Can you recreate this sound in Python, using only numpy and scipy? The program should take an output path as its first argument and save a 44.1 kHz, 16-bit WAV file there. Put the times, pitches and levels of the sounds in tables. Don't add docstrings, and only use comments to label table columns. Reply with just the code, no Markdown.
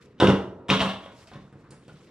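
import sys
import numpy as np
from scipy import signal
from scipy.fft import rfft, irfft
from scipy.io import wavfile

SR = 44100
rng = np.random.default_rng(int(sys.argv[2]) if len(sys.argv) > 2 else 0)


def digitize_waveform(pressure):
    field = np.atleast_2d(pressure).T
    bounded = np.clip(field, -1, 1)
    quanta = np.round(bounded * 32767).astype(np.int16)
    wavfile.write(sys.argv[1], SR, quanta)


def boost(x):
    u = np.asarray(x, float) / 20
    return 10 ** u


N = 92610

# start in seconds, then shell boom, panel knock,
# wheel-frame clack and bright tick, all in dB.
BANGS = [(.181, -84, -86, -52, -81), (0.189, -65, -52, -45.5, -68), (0.1999, -26, -21.5, -17, -28),
         (.212, -39, -14.5, -33, -33.5), (0.2234, -10, -12.5, -21, -35.5), (.232, -18.5, -19, -44, -32),
         (.243, -16.5, -25.5, -23, -36), (0.271, -27, -19, -16, -34.5), (0.2841, -12.5, -20, -25, -38),
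         (.30, -30, -18.5, -29.5, -43), (0.684, -74, -31, -30.5, -36.5), (.691, -21.5, -23.5, -19, -29),
         (.701, -25.5, -23.5, -12, -47), (.711, -16, -17, -34, -41), (.718, -15.5, -23.5, -26, -45),
         (0.734, -33, -23, -18.5, -32.5), (0.794, -28.5, -38, -19.5, -52), (.804, -28.5, -19.5, -19, -40),
         (.816, -20.5, -20.5, -22.5, -27), (.852, -23, -29, -42, -33), (.890, -53, -32.5, -26, -57),
         (1.03, -41, -47, -44.5, -61.5), (1.058, -48, -40.5, -43, -62), (1.08, -48, -47.5, -52, -62)]
BIG, SMALL = BANGS[:10], BANGS[10:]
# start in seconds, then boom, knock, clack and tick in dB.
KNOCKS = [(0.151, -78, -83, -78, -96), (1.21, -56, -80, -75, -52), (1.272, -77, -52, -47, -48.5),
          (1.315, -57.5, -39, -54, -74), (1.334, -44.5, -39, -46, -80), (1.356, -38.5, -45, -57, -81),
          (1.375, -44, -48.5, -64, -81), (1.392, -43.5, -54, -60, -80), (1.438, -45, -81, -76, -97),
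          (1.526, -45.5, -48, -68, -60.5), (1.555, -44, -53, -69, -87), (1.595, -52.5, -52.5, -75.5, -66),
          (1.641, -53, -51.5, -77, -66), (1.69, -46, -59, -75, -77), (1.706, -45.5, -47.5, -56, -39),
          (1.72, -50.5, -46.5, -61, -65), (1.817, -56, -66, -66, -58), (1.88, -44.5, -44, -49, -50.5),
          (1.898, -46.5, -49.5, -66, -65), (1.93, -46, -72, -62, -55), (2.007, -52, -60, -70, -69),
          (2.071, -52, -70, -56, -77)]
RUN_S = 0.008
LIGHT_DAMPING = 0.15


def rms_one(x):
    return x / np.sqrt(np.mean(x ** 2) + 1e-20)


def at_hz(points, hz):
    points = np.array(points)
    return np.interp(np.log(np.maximum(hz, 1)), np.log(np.maximum(points[:, 0], 1)), points[:, 1])


def lowpass(x, hz):
    return signal.sosfilt(signal.butter(2, hz, fs=SR, output="sos"), x)


def no_deep(x):
    return signal.sosfilt(signal.butter(3, 74, "high", fs=SR, output="sos"), x)


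def drift(rate):
    r = np.exp(-80 * np.pi * rate / SR)
    slow = signal.lfilter([1], [1, -2 * r, r * r], rng.standard_normal(N // 40 + 2002))[2000:]
    return np.interp(np.arange(N) / 40, np.arange(len(slow)), rms_one(slow))


def bands(size, shape):
    # frequency in Hz, coherence from 0 to 1.
    coherence = [(30, .9), (130, .998), (350, .982), (700, .92), (1500, .84), (3000, .74), (6000, .2),
                 (12000, 0)]
    out, edges = 0, 22 * 2 ** np.arange(0, 9.8, 0.5)
    white = rng.standard_normal((2, 2, size))
    for k, (low, high) in enumerate(zip(edges, edges[1:])):
        band = signal.butter(2, [low, high], "band", fs=SR, output="sos")
        mid, side = signal.sosfilt(band, white[k % 2])
        hz = np.sqrt(low * high)
        alike = np.clip(at_hz(coherence, hz), 0, 1)
        stereo = np.sqrt(1 + alike) * mid + np.sqrt(1 - alike) * side * [[1], [-1]]
        out = out + shape(hz) * stereo
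    return out


def ring(clicks, hz, t60):
    r = boost(-60 / (max(t60, 0.002) * SR))
    w = 2 * np.pi * hz / SR
    return signal.lfilter([0, np.sin(w)], [1, -2 * r * np.cos(w), r * r], clicks + 1e-18)


def contacts(rows, column, run_s, count):
    rows = np.array(rows)
    late = run_s * rng.exponential(1, (len(rows), count))
    blow_spread = 2.5 * rng.standard_normal((len(rows), 1))
    touch_spread = 3.0 * rng.standard_normal((len(rows), count))
    db = rows[:, [column]] + blow_spread + touch_spread
    touches = boost(db) * rng.choice([-1, 1], db.shape) / np.sqrt(count)
    index = np.minimum(((rows[:, [0]] + late) * SR).astype(int), N - 1)
    clicks = np.zeros(N)
    np.add.at(clicks, index, touches)
    return clicks


def body(rows, column, modes, run_s, count):
    return sum(boost(db) * ring(contacts(rows, column, run_s, count), hz, t60) for hz, db, t60 in modes)


def pushed(rows, modes):
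    rows, pushes = np.array(rows), np.zeros(N)
    pushes[(rows[:, 0] * SR).astype(int)] = boost(rows[:, 1] - 8.0)
    return sum(boost(db) * ring(pushes, hz, t60) for hz, db, t60 in modes)


def hum():
    # frequency in Hz, level in dB.
    hum_spectrum = [(15, -42), (25, -9.5), (167, -2), (475, -7), (573, -24), (1210, -16), (2370, -29.5),
                    (8780, -46.5), (15000, -70)]
    return boost(-55.5) * rms_one(bands(N, lambda hz: boost(at_hz(hum_spectrum, hz) + 2.55 * drift(13.0))))


def room(x):
    # frequency in Hz, t60 in seconds.
    room_t60 = [(60, 0.35), (200, 0.28), (500, 0.42), (1200, 0.39), (3000, 0.38), (7000, 0.4),
                (13000, 0.43)]
    # frequency in Hz, t60 in seconds.
    hall_t60 = [(150, 1.5), (700, 1.61), (1300, 1.05), (2000, 0.58), (6000, 0.28)]
    t = np.arange(int(1.5 * SR)) / SR

    def fade(hz):
        return boost(-60 * t / at_hz(room_t60, hz)) + boost(-21 - 60 * t / at_hz(hall_t60, hz))

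    build_s = 0.00033
    echoes = bands(len(t), fade) * (1 - np.exp(-t / build_s))
    echoes = boost(1) * echoes / np.sqrt(np.sum(echoes ** 2) / 2)
    return signal.fftconvolve(x[None], echoes, axes=1)[:, :N]


def brushing(rows, spectrum, grain_db):
    t = np.arange(N) / SR
    swell = 0
    for start, rise, fall, db in rows:
        rising = np.exp(-((t - start) / rise) ** 2)
        falling = np.exp(-np.maximum(t - start, 0) / fall)
        swell = swell + boost(db) * np.where(t < start, rising, falling)
    together = drift(60)

    def grain(hz):
        return boost(at_hz(spectrum, hz) + grain_db * together + 2.0 * drift(23)) * (hz > 700)

    return swell * rms_one(bands(N, grain))


def scuffs():
    # peak time, rise and fall in seconds, level in dB.
    strokes = [
        (0.024, 0.014, 0.047, -60),
        (1.05, 0.05, 0.061, -63),
        (1.236, 0.13, 0.042, -62),
        (1.33, 0.067, 0.022, -75),
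        (1.42, 0.019, 0.12, -70.5),
        (1.6, 0.029, 0.12, -78),
        (2.082, 0.28, 0.07, -65.5),
    ]
    # frequency in Hz, density in dB per Hz.
    spectrum = [(900, -17), (1800, 0), (4000, -4), (8000, -11.5), (13000, -22)]
    return brushing(strokes, spectrum, grain_db=1.5)


def rustles():
    # peak time, rise and fall in seconds, level in dB.
    strokes = [
        (1.225, 0.078, 0.046, -62),
        (1.274, .003, .04, -65),
        (1.933, .003, 0.018, -69),
    ]
    # frequency in Hz, density in dB per Hz.
    spectrum = [(2500, -15), (5000, 3), (9000, -8), (12000, -6), (14500, -16)]
    return brushing(strokes, spectrum, grain_db=1.0)


def pull_rod():
    # start in seconds, level in dB.
    hits = [
        (.728, -47),
        (.81, -56),
        (.846, -46),
        (.88, -52),
    ]
    # frequency in Hz, level in dB, t60 in seconds.
    modes = [(7920, -17, .12), (13530, -17, .16)]
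    return body(hits, 1, modes, RUN_S, count=6)


def rattle(rows, spectrum, run_s):
    colour = boost(at_hz(spectrum, np.fft.rfftfreq(N, 1 / SR)) + 18.0)
    return irfft(rfft(contacts(rows, 4, run_s, count=60)) * colour, N)


def bright_ticks():
    # frequency in Hz, density in dB per Hz.
    bump_spectrum = [(3000, -20.5), (4500, -4), (6000, -8.5), (9000, -5), (11000, -26.5), (14000, -48),
                     (16000, -70.5)]
    # frequency in Hz, density in dB per Hz.
    light_spectrum = [(3000, -26), (4500, -2.5), (6000, -11), (8500, -1), (11000, -12), (14000, -51),
                      (16000, -76)]
    return rattle(BANGS, bump_spectrum, 0.9 * RUN_S) + boost(-1.5) * rattle(KNOCKS, light_spectrum, 0.61 * RUN_S)


def wheel_frames():
    # frequency in Hz, level in dB, t60 in seconds.
    big_modes = [(2220, -10.5, 0.008), (2300, -6.5, 0.0037), (2890, -4, 0.015), (3090, -1, 0.0057),
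                 (3500, 1.5, 0.0039), (3520, -5, 0.013), (4300, -23, 0.0035), (5580, -7, 0.0035)]
    # frequency in Hz, level in dB, t60 in seconds.
    small_modes = [(1790, -4, 0.0026), (2120, -5, 0.0096), (2350, -3, 0.0047), (2810, 0, 0.011),
                   (3240, 1.5, 0.012), (3650, 2.5, 0.0055), (4260, -19, 0.0029), (5580, -8.5, 0.0035)]
    light_modes = np.multiply(big_modes, [1, 1, LIGHT_DAMPING])
    big = body(BIG, 3, big_modes, RUN_S, count=60)
    small = body(SMALL, 3, small_modes, RUN_S, count=60)
    light = boost(7.5) * body(KNOCKS, 3, light_modes, 1.2 * RUN_S, count=60)
    return boost(-4.0) * (big + small + light)


def panels():
    # frequency in Hz, level in dB, t60 in seconds.
    big_modes = [(540, 0, 0.03), (650, -4, 0.023), (878, 0, 0.015), (969, 1, 0.019), (1230, -2, 0.011),
                 (1416, 0.5, 0.01), (1600, -8, 0.0094), (1996, -10, 0.014)]
    # frequency in Hz, level in dB, t60 in seconds.
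    small_modes = [(500, -0.5, 0.02), (661, 0, 0.02), (940, -8.5, 0.043), (997, -4.5, 0.031),
                   (1114, 0.5, 0.022), (1356, -0.5, 0.014), (1650, -2.5, 0.011)]
    light_modes = np.multiply(big_modes, [1, 1, LIGHT_DAMPING])
    big = body(BIG, 2, big_modes, 1.2 * RUN_S, count=30)
    small = body(SMALL, 2, small_modes, 1.1 * RUN_S, count=30)
    light = boost(5.5) * body(KNOCKS, 2, light_modes, 1.3 * RUN_S, count=30)
    return boost(-4) * (big + small + light)


def bracket_clacks():
    # start in seconds, frequency in Hz, level in dB.
    hits = [(.2012, 3730, -17), (0.2049, 3650, -19), (0.2058, 1350, -14.5), (.213, 3500, -15),
            (.234, 3420, -14.5), (.258, 2800, -25), (.2715, 2830, -12), (.301, 2800, -16.5),
            (0.7013, 2540, -7), (.706, 3860, -15), (.713, 3650, -27), (0.8048, 2890, -11),
            (0.807, 4900, -22), (0.811, 3120, -13.5), (.818, 3500, -18.5), (1.2143, 5450, -47),
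            (1.2722, 4980, -43), (1.722, 3900, -49.5)]
    hard = sum(boost(db) * ring(signal.unit_impulse(N, int(s * SR)), hz, 0.0097) for s, hz, db in hits)
    return lowpass(hard, 3960)


def corner_thuds():
    # start in seconds, frequency in Hz, level in dB, t60 in seconds.
    hits = [(.204, 330, -19.5, 0.044), (.2225, 830, -17, 0.02), (0.227, 350, -8, 0.019),
            (.2435, 290, -16, 0.017), (.252, 330, -19, 0.029), (.2845, 191, -17.5, 0.036),
            (.292, 290, -23, 0.1), (.311, 860, -25, .03), (.704, 540, -18.5, 0.041),
            (0.7109, 263, -19.5, 0.069), (.722, 1045, -21, 0.068), (.806, 1090, -27, 0.048),
            (.81, 655, -21, 0.081), (.826, 874, -25, 0.05), (1.061, 605, -33.5, 0.017),
            (1.711, 301, -43.5, 0.018), (1.728, 250, -45, 0.038), (1.895, 1430, -43, .03)]
    hollow = sum(boost(db) * ring(signal.unit_impulse(N, int(s * SR)), hz, t60) for s, hz, db, t60 in hits)
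    return no_deep(lowpass(hollow, 1700))


def boom(ring_share):
    # frequency in Hz, level in dB, t60 in seconds.
    big_modes = [(82.2, -47, 0.11), (109, -26, 0.264), (143, -8, 0.36), (195.2, 3, 0.252),
                 (290, -0.5, 0.36), (341.4, 5.5, 0.1), (387.7, -5, .12), (402, 2.5, 0.21),
                 (433, -2.5, 0.095), (498, -13.5, 0.16)]
    # frequency in Hz, level in dB, t60 in seconds.
    small_modes = [(78, -32, 0.2), (122, -24, 0.16), (156, -10.5, .2), (196.8, 3, 0.22),
                   (258.6, -2.5, 0.18), (322, -2.5, 0.1), (422.9, -5.5, 0.24), (540, -13, 0.046)]
    # frequency in Hz, level in dB, t60 in seconds.
    floor_modes = [(58, -5, 0.23), (130, 1, 0.077), (149.6, 2, 0.35), (196.3, 0, 0.17), (272.2, -4, 0.15),
                   (309, -2.5, 0.11), (357, -4.5, 0.065), (423, -5.5, 0.1)]
    low = 0
    for rows, modes in [(BIG, big_modes), (SMALL, small_modes), (KNOCKS, floor_modes)]:
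        low = low + pushed(rows, np.multiply(modes, [1, 1, ring_share]))
    return no_deep(lowpass(low, 650))


def scene():
    clatter = panels() + wheel_frames() + bright_ticks() + pull_rod()
    single = bracket_clacks() + corner_thuds()
    wet = room(clatter + boost(-7.5) * single + boost(-0.5) * boom(0.41))
    direct = boom(0.95) + boost(1) * clatter + single
    return direct + wet + scuffs() + rustles() + hum()


def band_limit(x):
    return signal.sosfilt(signal.butter(12, 15600, fs=SR, output="sos"), x)


def record(dry):
    # frequency in Hz, left minus right in dB.
    lean = [(60, 0), (240, -0.8), (950, -0.2), (3770, 1), (8000, -2.5), (15000, -6.5)]
    hz = np.fft.rfftfreq(N, 1 / SR)
    lag = np.exp(-0.5j * 1 * np.tanh(hz / 3000))
    half = boost(at_hz(lean, hz) / 2) * lag
    x = irfft(rfft(dry) * [half, 1 / half], N)
    x = signal.sosfilt(signal.cheby2(10, 60, 15900, fs=SR, output="sos"), x)
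    x = signal.sosfilt(signal.butter(2, [30, 10450], "band", fs=SR, output="sos"), x)
    return band_limit(x)


dry = scene()
out = record(dry)
digitize_waveform(out)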